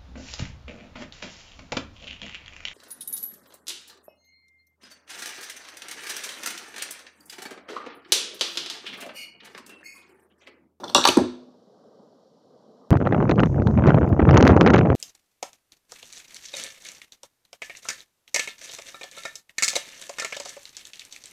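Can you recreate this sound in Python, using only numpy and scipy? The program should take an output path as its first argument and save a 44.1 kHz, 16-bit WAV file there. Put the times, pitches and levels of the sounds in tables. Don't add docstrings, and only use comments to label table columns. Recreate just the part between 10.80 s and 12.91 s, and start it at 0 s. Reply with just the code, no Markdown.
import sys
import numpy as np
from scipy import signal
from scipy.io import wavfile

SR = 44100
rng = np.random.default_rng(int(sys.argv[2]) if len(sys.argv) > 2 else 0)


def to_linear_factor(level_db):
    exponent = np.asarray(level_db, float) / 20
    return 10 ** exponent


def materialize(psi):
    bounded = np.clip(np.atleast_2d(psi).T, -1, 1)
    quanta = np.round(bounded * 32767).astype(np.int16)
    wavfile.write(sys.argv[1], SR, quanta)


N = 92874


def rms_one(x):
    return x / np.sqrt(np.mean(x ** 2) + 1e-20)


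def in_time(rows):
    return np.interp(np.arange(N) / SR, *np.transpose(rows))


def at_hz(rows, hz, axis=1):
    rows = np.array(rows)
    return np.interp(np.log(hz), np.log(rows[:, 0]), rows[:, axis])


def drift(rate_hz):
    settle = 2000
    r = np.exp(-80 * np.pi * rate_hz / SR)
    white = rng.standard_normal(N // 40 + settle + 2)
    slow = signal.lfilter([1], [1, -2 * r, r * r], white)[settle:]
    return np.interp(np.arange(N) / 40, np.arange(len(slow)), rms_one(slow))


def bands(low_hz, count):
    edges = low_hz * 2 ** (np.arange(count + 1) / 3)
    white = rng.standard_normal((2, N))
    out = []
    for k, (low, high) in enumerate(zip(edges, edges[1:])):
        band = signal.butter(4, [low, high], "band", fs=SR, output="sos")
        out.append((np.sqrt(low * high), signal.sosfilt(band, white[k % 2])))
    return out


def air(spectrum, low_hz, count, patchy_db):
    together = drift(3.0)
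    total = 0
    for hz, noise in bands(low_hz, count):
        flicker_db = patchy_db * (0.2 * together + drift(37))
        total = total + noise * to_linear_factor(at_hz(spectrum, hz) + flicker_db)
    return rms_one(total)


def appliance_hum():
    # frequency in Hz, level in dB per Hz.
    hum_spectrum = [(45, -38), (150, -7.5), (260, 1.5), (340, -7), (480, 2), (1000, -15.5), (1300, -15.5),
                    (1600, -35.5)]
    # time in seconds, level in dB.
    swell = [(0, 11), (.85, -2.5), (1.2, 0.5), (1.5, -5), (1.9, -0.5), (2.1, -1)]
    return to_linear_factor(-54.5 + in_time(swell)) * air(hum_spectrum, low_hz=39.94, count=17, patchy_db=2.5)


def hiss():
    # frequency in Hz, level in dB per Hz.
    hiss_spectrum = [(2700, -16), (3200, -5), (4200, 0), (5800, -2), (7000, -13), (8500, -19), (12000, -23),
                     (16000, -25)]
    return to_linear_factor(-75) * air(hiss_spectrum, low_hz=1850, count=9, patchy_db=.7)


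def kitchen(x):
    # frequency in Hz, t60 in seconds, level in dB.
    room_decay = [(100, 0.2, -13), (300, 0.3, -14), (600, .36, -13), (1100, .42, -12), (2090, 0.4, -4),
                  (3800, .52, -7), (8000, .33, -1.5), (14200, .15, -9)]
    onset_s = 0.00087
    t = np.arange(N) / SR
    tail = 0
    for hz, noise in bands(low_hz=51.92, count=25):
        t60 = at_hz(room_decay, hz)
        fade = to_linear_factor(at_hz(room_decay, hz, axis=2) - 60 * t / t60)
        tail = tail + noise * fade / np.sqrt(t60 * SR / np.log(1e6))
    build_up = 1 - np.exp(-(t / onset_s) ** 2)
    return signal.fftconvolve(x, tail * build_up)[:N]


def slide():
    # time in seconds, level in dB.
    travel = [(0, -40.5), (.03, -50.5), (.06, -47), (.14, -51.5), (.2, -39), (.3, -39), (.37, -55.5),
              (.45, -69.5), (.6, -120)]
    catches_per_s = 5700
    sizes = to_linear_factor(1.3 * np.minimum(rng.exponential(1, N), 4)) * rng.choice([-1, 1], N)
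    caught = rng.random(N) < catches_per_s / SR
    return to_linear_factor(in_time(travel) - 33) * rms_one(sizes * caught)


def ring(clicks, hz, t60):
    r, w = to_linear_factor(-60 / (t60 * SR)), 2 * np.pi * hz / SR
    return signal.lfilter(np.cos(w / 2) * np.array([1, -1]), [1, -2 * r * np.cos(w), r * r], clicks + 1e-18)


def contacts(count, touch_s, rough):
    t = np.arange(600) / SR
    push = (1 - rough) * t + rough * rng.standard_normal((count, 600))
    push = push * np.exp(-t / touch_s)
    energy = np.sum(push ** 2, axis=1, keepdims=True)
    return push / (rough * np.sqrt(energy) + (1 - rough) * np.sum(push, axis=1, keepdims=True))


def body(modes, hits, level_db, touch_s, octaves, rough, rub):
    blur = .3
    ring_cycles = 150
    s, hit_db, centre = np.transpose(hits)
    push = contacts(len(s), touch_s, rough)
    where = (s[:, None] * SR).astype(int) + np.arange(600)
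    spread_db = 1.5 * rng.standard_normal((len(s), len(modes)))
    out = np.zeros((2, N))
    for k, (hz, db, t60) in enumerate(modes):
        off_db = -6 * np.minimum((np.log2(hz / centre) / octaves) ** 2, 3)
        strength = to_linear_factor(hit_db + level_db + off_db + spread_db[:, k])
        force = np.zeros(N)
        np.add.at(force, where, push * strength[:, None])
        t60 = np.clip(t60, .001, ring_cycles / hz)
        short_t60 = max(blur * t60, 6 / hz)
        rubbed, blurred = ring(np.array([rub, force]), hz, short_t60) / np.sqrt(blur)
        sign = (1 - 2 * rough) ** k
        out += sign * to_linear_factor(db) * (rubbed + np.array([ring(force, hz, t60), blurred]))
    return out


def base():
    # frequency in Hz, level in dB, t60 in seconds.
    base_modes = [(80, -17, .33), (102, -18, .28), (249, -4.5, .7), (364, -12, .22)]
    # start in seconds, level in dB, centre of the modes struck in Hz.
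    blows = [
        (.149, -25.5, 332.6),
        (0.288, -34.5, 300),
        (.376, -19, 230.6),
    ]
    return body(base_modes, blows, 2.7, touch_s=0.00032, octaves=3.4, rough=0, rub=np.zeros(N))


def housing(rub):
    # frequency in Hz, level in dB, t60 in seconds.
    housing_modes = [(173.1, -35.5, .15), (217.8, -13, 0.047), (270, -7.5, .03), (285, -6.5, 0.054),
                     (320, -5.5, 0.02), (355.5, -15.5, 0.41), (385, -10, 0.042), (427.1, -16, 0.053),
                     (560, -15, 0.027)]
    # start in seconds, level in dB, centre of the modes struck in Hz.
    knocks = [(0.04, -30.5, 330), (0.048, -32.5, 280), (0.0909, -38, 360), (0.101, -38, 330),
              (0.118, -40, 330), (0.1476, -13, 400), (0.157, -12, 350), (0.165, -15.5, 350),
              (.172, -21, 400), (0.184, -12, 350), (0.252, -32, 400), (0.2747, -18.5, 400),
              (0.288, -10, 340), (0.2907, -14.5, 340), (.299, -20, 300), (0.307, -17.5, 300),
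              (.3700, -7, 320), (0.3726, 0.5, 330), (0.376, 2, 320), (0.385, -6, 260), (0.391, -13.5, 300),
              (0.406, -24, 330), (.4165, -12.5, 340), (0.4195, -14.5, 340), (0.439, -29.5, 300),
              (.447, -18.5, 300)]
    return body(housing_modes, knocks, -3.5, touch_s=0.00022, octaves=0.44, rough=0, rub=rub * to_linear_factor(1.5))


def lid(rub):
    # frequency in Hz, level in dB, t60 in seconds.
    lid_modes = [(596, -6, .09), (635, -5, 0.06), (800, -10, 0.079), (868, -10, 0.059), (950, -5.5, 0.04),
                 (1071, -3, 0.032), (1150, -6, .075), (1343, -7, 0.03), (1485, -12, 0.013),
                 (1560, -10, 0.022), (1680, -6, .045)]
    # start in seconds, level in dB, centre of the modes struck in Hz.
    taps = [(0.0349, -26.5, 962.5), (0.0379, -25, 943), (.040, -31, 950), (0.0428, -29.5, 957),
            (.045, -33.5, 950), (.052, -34, 833), (.058, -41, 695.6), (0.096, -33, 998),
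            (0.099, -30.5, 991), (0.1483, -19.5, 903), (0.1497, -4, 1100), (0.155, -11.5, 905.6),
            (.160, -14.5, 697), (.171, -23, 700), (.178, -20, 876.4), (0.1811, -8, 1038),
            (.187, -26, 896.4), (0.2201, -16, 2000), (.229, -20.5, 2000), (0.242, -17, 1597),
            (0.2534, -12.5, 1700), (0.2522, -5, 1100), (.2545, -3, 1073), (0.2737, -19, 1100),
            (0.2754, -10, 1148), (0.278, -18, 1134), (0.288, -15.5, 1000), (0.291, -17, 697.3),
            (0.3709, -13.5, 750), (0.3721, -8, 758.6), (0.3731, -20, 1800), (.376, -25, 780),
            (.386, -19, 710), (0.396, -36, 760), (0.393, -37, 885), (0.444, -33, 857)]
    shell = body(lid_modes, taps, -1, touch_s=.00008, octaves=0.47, rough=0, rub=rub)
    return signal.sosfilt(signal.butter(4, 1500, fs=SR, output="sos"), shell)


def hinge(rub):
    # frequency in Hz, level in dB, t60 in seconds.
    hinge_modes = [(2900, -16, .008), (3490, -1.5, .014), (4160, -5.5, 0.019), (4420, -5.5, .014),
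                   (5960, -6.5, .01), (5200, -6, .003), (7000, -6, .003), (8100, -5.5, 0.0054),
                   (9000, -6, .003), (10600, -5.5, .002)]
    # start in seconds, level in dB, centre of the modes struck in Hz.
    ticks = [(.0353, -43, 3600), (.0406, -31, 5500), (.0425, -34, 4600), (.045, -38, 4600),
             (.053, -41, 4200), (.058, -47, 4200), (.0774, -39, 3700), (.0795, -40, 4000),
             (.0815, -35, 3700), (.086, -42, 4200), (.0922, -37, 4600), (.0938, -36, 4200),
             (.0965, -38, 4200), (.0982, -29, 3900), (.0998, -34, 3900), (.111, -46, 3600),
             (.134, -47, 3600)]
    return body(hinge_modes, ticks, 2.5, touch_s=.0014, octaves=.6, rough=1, rub=rub * to_linear_factor(-2.5))


def catches(rub):
    # frequency in Hz, level in dB, t60 in seconds.
    catch_modes = [(2150, -16, .006), (2574, -2, 0.01), (3020, -6.5, 0.017), (3637, -5.5, 0.017),
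                   (3970, -8.5, 0.026), (4500, -4, .01), (4970, -10.5, 0.0053), (5400, -7, .007),
                   (6430, -6.5, .007), (7730, -5.5, 0.0046), (9300, -4.5, 0.0025), (10400, -0.5, 0.0039),
                   (11800, -6.5, .002), (14000, -12, .001)]
    # start in seconds, level in dB, centre of the modes struck in Hz.
    clicks = [(0.24, -14, 3890), (.243, -20, 2992), (0.2506, -22, 4232), (0.2524, -6, 4500),
              (.2545, -9.5, 2800), (.257, -18.5, 3500), (0.272, -17, 5500), (0.2736, -12, 4500),
              (0.2745, -9.5, 5000), (.2775, -16.5, 5500), (0.2798, -18, 5000), (.2838, -18.5, 3600),
              (0.2859, -12.5, 4600), (0.2867, -11, 7000), (0.2882, -9, 2409), (0.292, -16, 2600),
              (0.293, -19.5, 2400), (.3025, -22, 5024), (.3705, -29, 6500), (.372, -23, 7000),
              (.3735, -25, 2900) ]
    return body(catch_modes, clicks, 3, touch_s=.0009, octaves=0.75, rough=1, rub=rub * to_linear_factor(-8))


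def latch(rub):
    # frequency in Hz, level in dB, t60 in seconds.
    latch_modes = [(2550, -13.5, .012), (2803, -9, .03), (2886, -11.5, .035), (3447, -8, .02),
                   (3836, -4.5, .018), (4310, -6, .014), (5050, -5.5, .005), (5710, -9.5, .03),
                   (6090, -9, 0.0077), (6430, -9.5, .005), (7300, -8, 0.0056), (8770, -4, .004),
                   (10100, -2.5, .002), (13200, -12.5, .001)]
    # start in seconds, level in dB, centre of the modes struck in Hz.
    snaps = [(.1470, -2, 4600), (.1477, -6, 4200), (.149, -8.5, 3000), (.1525, -14, 3600),
             (.158, -12, 4523), (.1615, -13, 4500), (.164, -13, 4200), (.168, -17, 5500), (.171, -16, 4000),
             (.176, -20, 4000), (.181, -16, 5000), (.188, -21, 4500), (.194, -21, 4000), (.204, -23, 5500),
             (.211, -22, 4000), (.221, -25, 3000), (.231, -24, 4000), (.236, -25, 3800)]
    return body(latch_modes, snaps, 1, touch_s=0.0013, octaves=1, rough=1, rub=rub * to_linear_factor(-6.5))


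def coffee_maker():
    rub = slide()
    hollow = base() + housing(rub) + lid(rub)
    return hinge(rub) + catches(rub) + latch(rub) - hollow


def scene():
    background = appliance_hum() + hiss()
    near, around = coffee_maker()
    return (near + kitchen(around) + background)[None]


def band_limit(x):
    return signal.sosfilt(signal.butter(12, 16260, fs=SR, output="sos"), x)


def record(dry):
    top = .98
    x = top * np.tanh(dry / top)
    x = signal.sosfilt(signal.butter(6, 69, "high", fs=SR, output="sos"), x)
    x = signal.sosfilt(signal.cheby2(10, 50, 16300, fs=SR, output="sos"), x)
    return band_limit(x)


dry = scene()
out = record(dry)
materialize(out)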